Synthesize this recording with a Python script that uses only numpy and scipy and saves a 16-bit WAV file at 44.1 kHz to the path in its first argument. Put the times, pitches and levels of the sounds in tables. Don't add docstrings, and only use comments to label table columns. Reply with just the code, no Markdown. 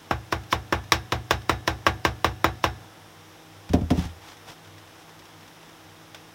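import sys
import numpy as np
from scipy import signal
from scipy.fft import rfft, irfft, next_fast_len
from scipy.io import wavfile
from scipy.ndimage import map_coordinates

SR = 44100
rng = np.random.default_rng(int(sys.argv[2]) if len(sys.argv) > 2 else 0)


def master(y):
    cut = np.clip(np.atleast_2d(y).T, -1, 1)
    pcm = np.round(cut * 32767)
    wavfile.write(sys.argv[1], SR, pcm.astype(np.int16))


N = 279990
TIME = np.arange(N) / SR
AFTER = np.arange(round(0.7 * SR)) / SR


def amp(db):
    return 10 ** (np.asarray(db) / 20)


def unit(x):
    return x / np.sqrt(np.mean(x ** 2) + 1e-20)


def along(points, hz):
    point_hz, values = np.transpose(points)
    return np.interp(np.log(hz + 1), np.log(point_hz), values)


def add(track, s, sound):
    part = track[round(s * SR):][:len(sound)]
    part += sound[:len(part)]


def coloured(x, gain):
    m = 2 * next_fast_len(len(x))
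    log_gain = np.log(np.maximum(gain(np.fft.rfftfreq(m, 1 / SR)), 1e-6))
    cepstrum = irfft(log_gain)
    cepstrum[1:m // 2] *= 2
    cepstrum[m // 2 + 1:] = 0
    response = np.exp(rfft(cepstrum))
    return irfft(rfft(x, m) * response)[:len(x)]


def noise(spectrum, t):
    white = rng.standard_normal(len(t))
    return unit(coloured(white, lambda hz: amp(along(spectrum, hz))))


def fade(t60):
    return np.exp(-np.log(1000) * AFTER / t60)


def ring(modes, vary_db):
    out = np.zeros(len(AFTER))
    for k, (hz, db, t60) in enumerate(modes):
        level = amp(db + vary_db * rng.standard_normal())
        out += (-1) ** k * level * fade(t60) * np.sin(2 * np.pi * hz * AFTER)
    return out


def wobble(rate):
    return map_coordinates(rng.standard_normal(200), [TIME * rate], mode="wrap")


# (t/s, strength level/dB, hardness as treble lift level/dB, socket slack t/s)
TAP_EVENTS = [(0.110, -4.5, -12.5, 0.0025), (0.325, -7.5, -5, 0.006), (0.527, -4.5, -5.5, 0.013),
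              (0.725, -2, -9.5, 0.0026), (0.921, -2, 5.5, .002), (1.122, -5.5, -4, 0.0028),
              (1.309, -4.5, 1.5, .005), (1.495, -2.5, -4, 0.0041), (1.677, -5, -2, 0.0058),
              (1.866, 0, -6.5, .004), (2.051, -4, -1.5, 0.0055), (2.245, -3, -3, 0.0019),
              (2.444, -1, -8.5, 0.0024), (2.641, -3, -3.5, 0.0061)]
# (f/Hz, level/dB, t60 t/s)
CASE_MODES = [(202.3, -20, 0.17), (316.7, -28, 0.31), (333, -16, 0.16), (469, -25.5, 0.2), (529, -15, 0.05),
              (667, -19, 0.066), (745, -35.5, 0.77), (755, -22, 0.19), (832, -18, 0.17),
              (860, -11.5, 0.045), (1070, -37, 0.15), (1111.6, -6, 0.066), (1370, -14.5, 0.028),
              (1571, -16, 0.11), (1634, -32.5, 0.33), (1737, -35.5, 0.54), (1680, -38, 0.14),
              (2090, -18, 0.03), (2230, -21, 0.063), (2360, -34, .09), (2690, -28, .09), (3250, -56, 0.16),
              (3526, -21, 0.092), (3790, -40, 0.47), (3835, -41, 0.17), (5380, -47, 0.67),
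              (6300, -42, 0.16), (6900, -35, 0.12)]
# (f/Hz, level/dB, t60 t/s)
SOCKET_MODES = [(3880, -1, .15), (5350, -6, .14), (6870, -6.5, .1), (14600, 10, .012)]
PING_S, PING_DB = 2.444, -31
KNOCK_DB, KNOCK_SLOPE = -2.5, -0.65
SNAP_DB, SNAP_SLOPE = 2, 0.77
CRACK_DB, CRACK_SLOPE = 0.5, 0.49


def taps():
    out = np.zeros(N)
    body = wash()
    for s, db, hard_db, _ in TAP_EVENTS:
        fine = 0.8 * body + 0.6 * wash()
        seat = amp(-9.5) * noise(CLACK_SPECTRUM, AFTER) * fade(0.026)
        strike = amp(CRACK_DB + CRACK_SLOPE * hard_db) * crack()
        contact = strike + seat + amp(-8.0) * press(s, swell_s=0.0029)
        ringing = amp(-7.0) * ring(CASE_MODES, vary_db=2.0) + amp(-17.0) * fine

        knock_db = KNOCK_DB + KNOCK_SLOPE * db + passed_db(s)
        snap_db = SNAP_DB + SNAP_SLOPE * hard_db
        hardness = [(600, knock_db), (1300, 0), (5000, hard_db), (12000, snap_db)]
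        blow = coloured(contact, lambda hz: amp(along(hardness, hz)))
        blow += coloured(ringing, lambda hz: amp(0.8 * along(hardness, hz)))
        add(out, s, amp(db) * blow)
    add(out, PING_S, amp(PING_DB) * ring(SOCKET_MODES, vary_db=1))
    return out


# (f/Hz, relative level/dB per Hz)
CLACK_SPECTRUM = [(120, -16), (250, -10), (450, -5.5), (700, -1.5), (1100, -4.5), (1700, -5), (2300, -7.5),
                  (3850, -8), (4400, -17.5), (5400, -11), (6300, -19.5), (7500, -26), (11000, -31.5),
                  (15500, -28.5)]


def crack():
    click = signal.unit_impulse(len(AFTER))
    pulse = coloured(click, lambda hz: amp(along(CLACK_SPECTRUM, hz)))
    return pulse / np.abs(pulse).max()


# (f/Hz, t60 t/s)
CLACK_DECAY = [(200, 0.5), (500, 0.2), (1100, 0.18), (3000, 0.14), (8000, 0.13), (15000, 0.1)]


def wash():
    hz, t, bands = signal.stft(noise(CLACK_SPECTRUM, AFTER), SR, nperseg=256)
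    decay = np.exp(-np.log(1000) * t / along(CLACK_DECAY, hz)[:, None])
    return signal.istft(bands * decay, SR)[1][:len(AFTER)]


# (f/Hz before the pitch factor, level/dB)
PUSH_MODES = [(370, -4.5), (520, -15.5), (1130, -1), (1330, -15.5)]


def press(s, swell_s):
    u = AFTER / swell_s
    squeeze = u * np.exp((1 - u * u) / 2)
    pitch = 1 - 0.3 * np.exp(-s / 0.3) + 0.025 * rng.standard_normal()
    flexing = np.zeros(len(AFTER))
    for hz, db in PUSH_MODES:
        level = amp(db + 1.34 * rng.standard_normal())
        flexing += level * np.sin(2 * np.pi * pitch * hz * AFTER)
    return squeeze * flexing


SEAT_S, LOOSE_DB = 0.88, -6


def passed_db(s):
    return LOOSE_DB * np.exp(-s / SEAT_S)


# (f/Hz, level/dB, t60 t/s)
ROCK_MODES = [(64.7, -3, 0.23), (70.5, -1.5, 0.18), (95.5, -11, 0.48), (107, -48, 0.38),
              (119.1, -10.5, 0.47)]
ROCK_DB, ROCK_SLOPE = -17, 0.31


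def rocking():
    out = np.zeros(N)
    for s, db, *_ in TAP_EVENTS:
        boom_db = ROCK_DB + ROCK_SLOPE * (db + passed_db(s))
        add(out, s + 0.0025, amp(boom_db) * ring(ROCK_MODES, vary_db=0.7))
    return out


# (f/Hz, relative level/dB per Hz)
BUZZ_SPECTRUM = [(300, -14), (1200, -9), (3600, -3), (4400, -3), (5400, 5), (6400, -8), (8000, -16),
                 (15000, -14)]
CHATTER_DB, CHATTER_SLACK_S = -29.5, 0.0095
CHATTER_GROWS = 0.5


def chatter():
    swell = np.zeros(N)
    for s, _, _, slack in TAP_EVENTS:
        size = (slack / CHATTER_SLACK_S) ** CHATTER_GROWS
        swell += size * np.exp(-1.5 * np.abs(TIME - s) / slack)
    return amp(CHATTER_DB) * swell * noise(BUZZ_SPECTRUM, TIME)


# (t/s, strength level/dB, hard contact click level/dB)
THUMP_EVENTS = [(3.698, -23, -52), (3.736, -11.5, -27.5), (3.812, -19, -47), (3.906, -13.5, -27),
                (3.979, -19.5, -40), (4.046, -25, -47)]
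# (f/Hz, level/dB, t60 t/s)
BENCH_MODES = [(62.6, -19, 0.11), (81.7, -6.5, 0.35), (110, -6, 0.081), (177, -4, 0.17), (251.4, -5, 0.19),
               (296, -2, 0.088), (360, -17, 0.16), (404, -2, 0.048), (587, -12, 0.18), (708, -8, 0.17),
               (794, -14, 0.1), (912, -22, 0.27)]
# (f/Hz, relative level/dB per Hz)
BOARD_SPECTRUM = [(60, -9), (250, -6), (450, -10), (850, -11), (1100, -19), (3000, -19.5)]
# (f/Hz, relative level/dB per Hz)
HISS_SPECTRUM = [(200, -5), (900, 4.5), (2000, 2.5), (3600, 3), (4400, -5), (5500, 0.5), (7500, -12.5),
                 (15000, -18)]
FIRM_DB, FIRM_HZ = -12, 600
DOUBLING_DB = 5.5
FLEX_DB, FLEX_SLOPE = 0, -0.4
CLICK_LEAD_S = 0.002


def thumps():
    out = np.zeros(N)
    for s, db, click_db in THUMP_EVENTS:
        board = ring(BENCH_MODES, vary_db=2.0) + noise(BOARD_SPECTRUM, AFTER) * fade(0.2)

        firmness_db = db - FIRM_DB
        contact_hz = FIRM_HZ * 2 ** (firmness_db / DOUBLING_DB)
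        softness = lambda hz: 1 / np.sqrt(1 + (hz / contact_hz) ** 4)
        bass_db = FLEX_DB + FLEX_SLOPE * firmness_db
        flex = [(25, bass_db - 2), (70, bass_db), (100, bass_db), (220, 0)]
        thump = coloured(board, lambda hz: softness(hz) * amp(along(flex, hz)))
        add(out, s, amp(db) * thump)

        click = noise(HISS_SPECTRUM, AFTER) * fade(0.079)
        add(out, s - CLICK_LEAD_S, amp(click_db) * click)
    return out


# (t/s of the peak, width t/s, level/dB)
BRUSH_EVENTS = [(4.01, 0.065, -38.5), (4.283, 0.055, -45), (4.5, 0.034, -42.5)]
# (t/s, level/dB)
GLOVE_CLICKS = [(0.044, -53), (0.436, -46), (0.839, -46), (1.419, -46), (3.692, -39.5), (4.782, -45.5),
                (5.192, -46), (5.254, -48), (6.146, -36)]
# (f/Hz, relative level/dB per Hz)
CLOTH_SPECTRUM = [(150, -9), (400, -13), (620, -14.5), (800, 1), (1100, -11.5), (1700, -11), (2500, -19),
                  (6000, -19.5), (12000, -32)]
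BRUSH_HISS_DB = 0
BRUSH_GRAIN_DB = 2


def handling():
    fibres = noise(CLOTH_SPECTRUM, TIME) + amp(BRUSH_HISS_DB) * noise(HISS_SPECTRUM, TIME)
    swish = unit(amp(BRUSH_GRAIN_DB * wobble(160)) * fibres)
    strokes = sum(amp(db) * np.exp(-((TIME - s) / width) ** 2) for s, width, db in BRUSH_EVENTS)
    out = swish * strokes
    for s, db in GLOVE_CLICKS:
        decay = fade(0.036) + amp(-14.0) * fade(0.37)
        add(out, s, amp(db) * noise(HISS_SPECTRUM, AFTER) * decay)
    return out


CRINKLE_START_S, CRINKLE_LENGTH_S = 4.2, 1.55
CRINKLE_DB, CRINKLE_SPREAD_DB = -58.5, 8


def crinkles():
    strokes = np.zeros(N)
    for place, size in rng.random((36, 2)):
        start = CRINKLE_START_S + CRINKLE_LENGTH_S * place
        add(strokes, start, amp(CRINKLE_DB + CRINKLE_SPREAD_DB * size) * fade(0.063))
    return strokes * (amp(-3) * noise(CLOTH_SPECTRUM, TIME) + noise(HISS_SPECTRUM, TIME))


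# (f/Hz, relative level/dB per Hz)
AIR_SPECTRUM = [(25, -10), (82, -14), (101, 6.5), (118, -10), (200, -10), (320, -5.5), (420, -10),
                (800, -8), (1600, -11.5), (2500, -16), (3600, -14.5), (4400, -22.5), (5400, -17),
                (7200, -25.5), (16000, -29.5)]
# (f/Hz, mean rms level/dB)
HUM_TONES = [(160.3, -60.5), (318.5, -61.5), (479, -65.5), (804, -67.5)]
AIR_DB = -49.5


def workshop():
    out = amp(AIR_DB) * noise(AIR_SPECTRUM, TIME)
    drifting_time = np.cumsum(1 + 0.00466 * wobble(9)) / SR
    for hz, db in HUM_TONES:
        level = np.sqrt(2) * amp(db + 2.15 * wobble(10))
        out += level * np.sin(2 * np.pi * hz * drifting_time)
    return out


def scene():
    hammering = taps() + rocking() + chatter()
    putting_down = thumps() + handling() + crinkles()
    return (hammering + putting_down + workshop())[None]


TOP_HZ = 15900


def record(dry):
    heard = signal.sosfilt(signal.butter(4, 39, "high", fs=SR, output="sos"), dry)
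    rounded = heard / (1 + heard ** 6) ** (1 / 6)
    in_band = np.fft.rfftfreq(N, 1 / SR) < TOP_HZ
    return irfft(rfft(rounded) * in_band, N)


dry = scene()
out = record(dry)
master(out)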